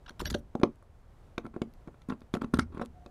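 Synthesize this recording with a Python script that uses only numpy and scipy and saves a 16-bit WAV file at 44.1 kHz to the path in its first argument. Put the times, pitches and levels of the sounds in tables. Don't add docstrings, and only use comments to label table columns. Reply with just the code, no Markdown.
import sys
import numpy as np
from scipy import signal
from scipy.fft import rfft, irfft
from scipy.io import wavfile

SR = 44100
rng = np.random.default_rng(int(sys.argv[2]) if len(sys.argv) > 2 else 0)


def to_wav(sig):
    pcm = np.clip(np.atleast_2d(sig), -1, 1) * 32767
    pcm = np.round(pcm).astype(np.int16)
    wavfile.write(sys.argv[1], SR, pcm.T)


N = 136710

# f/Hz, relative level/dB, t60/s (time to fade by 60 dB)
CAP_MODES = [(155.5, -15, 0.025), (199.2, 2.5, 0.0297), (244.2, 4.5, 0.069), (293.2, 5, 0.042),
             (352.4, 8, 0.028), (460.7, -7.5, 0.083), (550, -6.5, 0.12), (687, -7, 0.069),
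             (937, -13.5, 0.038), (1100, 4, 0.014), (1326, -4.5, 0.03), (1560, -41, 0.0018),
             (2262, -9, .024), (2446, -0.5, 0.0071), (3280, 4, 0.0038), (3540, 1.5, 0.0033),
             (3720, -17.5, 0.0023), (4500, -10, 0.0052), (5050, -26, 0.0042), (6750, 0, 0.0051),
             (7530, 5, 0.0013), (9000, 12.5, 0.0015), (10430, 7.5, 0.0015), (12700, 2, 0.0016)]
RANGES_HZ = [220, 480, 1350, 4000, 10000]


def cap_contacts():
    # t/s, then relative level/dB of thump, knock, clack, click and tick
    contacts = [ (0.105, -50, -42, -51, -46, -69), (0.219, -37, -28, -68, -54, -67),
                (0.316, -30.5, -44, -63, -61, -60), (0.347, -30, -22, -41.5, -44, -50),
                (0.5517, -30, -22, -36.5, -44.5, -55), (0.598, -28.5, -56, -45.5, -56.5, -65),
                (0.614, -65, -24, -45, -53, -62), (0.6327, -24.5, -6, -22.5, -18, -50.5),
                (0.825, -90, -46, -52.5, -99, -64), (1.3792, -38, -22, -30, -31.5, -47.5),
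                (1.446, -39.5, -44.5, -85, -65, -66), (1.4536, -33.5, -90, -31.5, -69, -72),
                (1.464, -44, -35, -40, -48, -60), (1.541, -38.5, -71, -41.5, -69, -70.5),
                (1.563, -36, -26, -41.5, -63, -68.5), (1.617, -23.5, -22.5, -35, -32.5, -55.5),
                (1.874, -36, -58, -51.5, -57.5, -69), (1.881, -45.5, -33, -45, -70, -83),
                (1.943, -57, -64, -51, -68, -83), (2.017, -69, -66, -57, -50, -68.5),
                (2.087, -26.5, -49, -51, -59, -54), (2.098, -29, -69, -40.5, -34, -61.5),
                (2.1028, -28.5, -42, -26, -41.5, -58), (2.122, -28.5, -41, -32.5, -58, -79),
                (2.217, -46, -51.5, -47, -55, -72), (2.3387, -21.5, -26.5, -31.5, -28, -46.5),
                (2.350, -38.5, -17.5, -30, -39, -50), (2.369, -27, -57, -31.5, -59, -59),
                (2.418, -28.5, -35.5, -28, -56, -48.5), (2.437, -45.5, -26, -54, -44, -76),
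                (2.444, -27.5, -45, -36.5, -45.5, -59), (2.5378, -17, -26, -25.5, -47, -35.5),
                (2.571, -28, -57, -31, -66, -48), (2.5879, -14, -52, -31, -26.5, -42),
                (2.746, -32.5, -68, -51, -54.5, -65), (2.7723, -38, -35.5, -38, -61, -75),
                (2.777, -43, -82, -39.5, -52, -67), (2.7959, -34.5, -28, -31, -55, -78),
                (2.814, -57, -15.5, -39, -75, -52), (2.818, -36, -29.5, -27.5, -63, -63.5),
                (3.061, -52.5, -32, -47.5, -45, -66)]
    out = np.zeros(N)
    for start, *levels in contacts:
        add(out, start, strike(CAP_MODES, mode_levels(levels) - 0.5))
    return out


def mode_levels(range_db):
    hz = np.array(CAP_MODES)[:, :1]
    return np.interp(np.log(hz), np.log(RANGES_HZ), range_db)


def strike(modes, gain_db):
    t = np.arange(SR // 8) / SR
    hz, db, t60 = np.transpose(modes)[:, :, None]
    high = hz[:, 0] > 1900
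    t60 = np.minimum(t60, 0.032 * np.sqrt(1000 / hz))
    level_luck, pitch_luck = rng.standard_normal((2, len(hz), 1))
    detune = np.where(high, 0.05, 0.012)[:, None] * pitch_luck
    rings = from_db(db + gain_db + 1.5 * level_luck) * ring(hz * (1 + detune), t60, t)
    lag_s, fade_s = 0.00027, 0.0012
    late = np.maximum(t - lag_s, 0)
    crunch = slips(per_s=12000, size=len(t)) * late * np.exp(-late / fade_s)
    crunch = from_db(-1) * rms_one(crunch) / np.sqrt(len(t))
    click = signal.fftconvolve(rings[high].sum(axis=0), crunch)[:len(t)]
    return rings[~high].sum(axis=0) + click


def ring(hz, t60, t):
    rise = 1 - np.exp(-(t * hz / 0.47) ** 2)
    return -rise * np.exp(-np.log(1000) * t / t60) * np.sin(2 * np.pi * hz * t)


def contact_notes():
    # t/s, f/Hz, level/dB, t60/s
    notes = [(0.2034, 1020, -22.5, 0.013), (0.3485, 579, -25.5, 0.073), (0.553, 764, -25.5, 0.028),
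             (0.6335, 385, -14, 0.025), (0.6357, 1117, -13, 0.015), (1.3798, 2360, -26, 0.0092),
             (1.3796, 1550, -33.5, 0.029), (1.38, 480, -33.5, 0.026), (1.62, 3140, -30.5, 0.0058),
             (2.594, 2114, -44, .11), (2.818, 518, -31, 0.087)]
    out, t = np.zeros(N), np.arange(SR // 8) / SR
    for start, hz, db, t60 in notes:
        add(out, start, from_db(db) * ring(hz, t60, t))
    return out


def cap_rub():
    # t/s, length/s, level/dB
    rubs = [(1.43, 0.031, -54), (1.534, 0.043, -54), (2.084, 0.052, -44.5), (2.407, 0.038, -46.5),
            (2.718, 0.14, -49.5)]
    balance = [-4.5, -3, -4, -17, -30]
    pressure = sum(from_db(db) * envelope(start, length, attack_s=0.0037, release_s=0.0027)
                   for start, length, db in rubs)
    body = strike(CAP_MODES, mode_levels(balance))
    friction = pressure * rms_one(slips(per_s=2500, size=N))
    return signal.fftconvolve(friction, body / np.linalg.norm(body))[:N]


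def cap_catch():
    # t/s, relative level/dB
    snaps = [(2.5407, -28.5), (2.5933, -20), (2.614, -64)]
    # f/Hz, relative level/dB, t60/s before the hand damps them
    catch_modes = [(962, -15.5, 0.02), (1133, -5.5, 0.035), (1370, 5.5, 0.018), (1590, -7.5, 0.061),
                   (2290, -3.5, 0.0047), (3680, 1.5, 0.0057), (4020, -3.5, 0.0059), (4700, -0.5, 0.0058),
                   (5400, -14, 0.0092), (8560, -8, 0.00307), (9400, -12, 0.0051)]
    out = np.zeros(N)
    for start, db in snaps:
        add(out, start, strike(catch_modes, db))
    return out


def scrapes():
    # t/s, length/s, level/dB, treble boost/dB, pitch factor
    strokes = [(0.06, 0.0074, -52.5, -29, 0.97), (0.079, 0.0093, -49, -27, 0.88),
               (0.092, 0.0034, -45, 0.5, 0.99), (0.194, 0.015, -43, 7.5, 0.91),
               (0.2105, 0.0048, -43, 6, 1.2), (0.217, 0.16, -66.5, 7, 1), (0.25, 0.0049, -49.5, 6, 0.75),
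               (0.2537, 0.0034, -32, -10, 1.06), (0.3003, 0.0065, -36, 6.5, 1.155),
               (0.307, 0.0063, -49, 16.5, 1.01), (0.3253, 0.0033, -44, -7, 1.1),
               (0.3413, 0.0087, -34.5, -5, 1.002), (0.38, 0.016, -74.5, 25, 0.95),
               (2.085, 0.0217, -77, 20.5, 1.13), (2.339, 0.0078, -47, -1.5, 1.24),
               (2.347, 0.022, -57, -11, 0.71), (2.413, 0.0076, -51.5, -14, 0.8),
               (2.537, 0.038, -54.5, -2, 1.04), (2.602, 0.031, -56, -13, 1.39),
               (2.811, 0.015, -52, -4, 0.9)]
    # base f/Hz, width/Hz, relative level/dB
    resonances = [(1030, 570, -4.5), (1604, 200, 4.5), (3070, 490, -4), (3790, 460, -1.5), (4000, 200, 2),
                  (4410, 170, -5.5), (5960, 350, -8), (7070, 850, -19.5), (9800, 4700, -21),
                  (11400, 780, -22), (12700, 1800, -30)]
    out, size = np.zeros(N), SR // 4
    lowpass = signal.butter(2, 7100, fs=SR, output="sos")
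    for start, length, db, treble_db, pitch in strokes:
        grains = slips(per_s=10000, size=size)
        treble = grains - signal.sosfiltfilt(lowpass, grains)
        pressure = from_db(db) * envelope(0, length, attack_s=0.0002, release_s=0.0012)[:size]
        drive = pressure * (grains + (from_db(treble_db) - 1) * treble)
        pair = np.array([drive, grains])
        sound, steady = sum((-1) ** k * from_db(mode_db) * resonate(pair, hz * pitch, width)
                            for k, (hz, width, mode_db) in enumerate(resonances))
        add(out, start, sound / steady.std())
    return out


def key_squeak():
    # f/Hz, width/Hz, relative level/dB
    resonances = [(606, 70, -6.5), (1010, 93, -13), (1530, 200, -4.5), (1960, 98, -11), (3000, 160, -10),
                  (3410, 200, -5), (3840, 60, -11), (4680, 110, -6.5), (5660, 150, -5), (11760, 110, -12.5)]
    friction = rng.standard_normal(N)
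    song = sum(from_db(db) * rms_one(resonate(resonate(friction, hz, width), hz, 2 * width))
               for hz, width, db in resonances)
    return from_db(-42.5) * envelope(start=0.255, length=0.023, attack_s=0.003, release_s=0.004) * song


def key_ring():
    # t/s, relative level/dB
    ticks = [(0.758, -53), (1.738, -48), (2.207, -53), (2.334, -55), (2.372, -54), (2.852, -51),
             (2.8593, -42)]
    out, t = np.zeros(N), np.arange(SR // 20) / SR
    fade = np.exp(-t / 0.00025)
    for start, db in ticks:
        add(out, start, from_db(db + 5) * rng.standard_normal(len(t)) * fade)
    return butter(out, [2620, 12800], "band")


def wall_ring(sound):
    # f/Hz, level/dB
    levels = [(80, -16.5), (230, -10), (500, -10.5), (1200, -14), (2200, -15), (3600, -23.5), (6000, -16),
              (12000, -11)]
    # f/Hz, t60/s
    fade_times = [(150, .18), (240, .15), (350, .11), (2000, .12), (5000, .1), (12000, .07)]
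    t, response = np.arange(SR // 2) / SR, 0
    rise = np.minimum(t / 0.011, 1)
    borders_hz = np.geomspace(50, 16000, 15)
    for low, high in zip(borders_hz, borders_hz[1:]):
        hz = np.sqrt(low * high)
        fade = np.exp(-np.log(1000) * t / at_hz(fade_times, hz))
        band = butter(rng.standard_normal(len(t)) * rise * fade, [low, high], "band")
        band *= np.sqrt(2 * (high - low) / SR / np.sum(band ** 2))
        response = response + band * from_db(at_hz(levels, hz))
    return signal.fftconvolve(sound, response)[:N]


def wall_flex():
    # t/s, length/s, level/dB
    pushes = [(0.194, 0.15, -33.5), (2.532, 0.059, -32), (2.683, 0.32, -52)]
    # f/Hz, relative level/dB
    spectrum = [(20, -13), (48, -5), (80, -1.5), (120, -13.5), (300, -18.5), (1000, -27)]
    effort = sum(from_db(db) * envelope(start, length, attack_s=0.0044, release_s=0.063)
                 for start, length, db in pushes)
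    top_hz = 407
    return effort * butter(butter(coloured(spectrum), top_hz, "low"), top_hz, "low")


def outdoors():
    # f/Hz, relative level/dB
    spectrum = [(20, 2), (45, -3.5), (80, -6), (130, -12.5), (250, -22), (600, -24), (1200, -31),
                (2500, -42), (5000, -48.5), (11000, -52.5), (15500, -52.5)]
    waver_db = rms_one(resonate(rng.standard_normal(N), hz=1, width_hz=0.51))
    tone = rng.standard_normal(N)
    for _ in range(2):
        tone = resonate(tone, hz=722, width_hz=24)
    fade_in = np.clip((np.arange(N) / SR - 2.92) / 0.05, 0, 1)
    air = from_db(-55.5 + waver_db) * coloured(spectrum)
    return air + from_db(-63) * fade_in * rms_one(tone)


def from_db(db):
    return 10 ** (np.asarray(db) / 20)


def rms_one(x):
    return x / np.sqrt(np.mean(x ** 2) + 1e-20)


def at_hz(points, hz):
    points = np.array(points)
    return np.interp(np.log(hz), np.log(points[:, 0]), points[:, 1])


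def butter(x, hz, kind):
    return signal.sosfilt(signal.butter(2, hz, kind, fs=SR, output="sos"), x + 1e-18)


def resonate(x, hz, width_hz):
    r = np.exp(-np.pi * width_hz / SR)
    feedback = [1, -2 * r * np.cos(2 * np.pi * hz / SR), r * r]
    return signal.lfilter(np.array([1, 0, -1]) * (1 - r * r) / 2, feedback, x + 1e-18)


def coloured(spectrum):
    hz = np.maximum(np.arange(N // 2 + 1) * SR / N, 1)
    noise = irfft(rfft(rng.standard_normal(N)) * from_db(at_hz(spectrum, hz)), N)
    return rms_one(butter(noise, 22.7, "high"))


def envelope(start, length, attack_s, release_s):
    t = np.arange(N) / SR - start
    return np.clip(t / attack_s, 0, 1) * np.exp(-np.maximum(t - length, 0) / release_s)


def slips(per_s, size):
    return (rng.random(size) < per_s / SR) * rng.standard_normal(size)


def add(out, start, sound):
    i = int(start * SR)
    out[i:i + len(sound)] += sound[:len(out) - i]


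def scene():
    handling = cap_contacts() + contact_notes() + cap_rub() + cap_catch() + scrapes() + key_squeak()
    return (handling + wall_ring(handling) + key_ring() + wall_flex() + outdoors())[None]


def record(dry):
    softened = butter(dry, 12250, "low")
    return signal.sosfilt(signal.ellip(10, 0.1, 80, 15600, fs=SR, output="sos"), softened)


dry = scene()
out = record(dry)
to_wav(out)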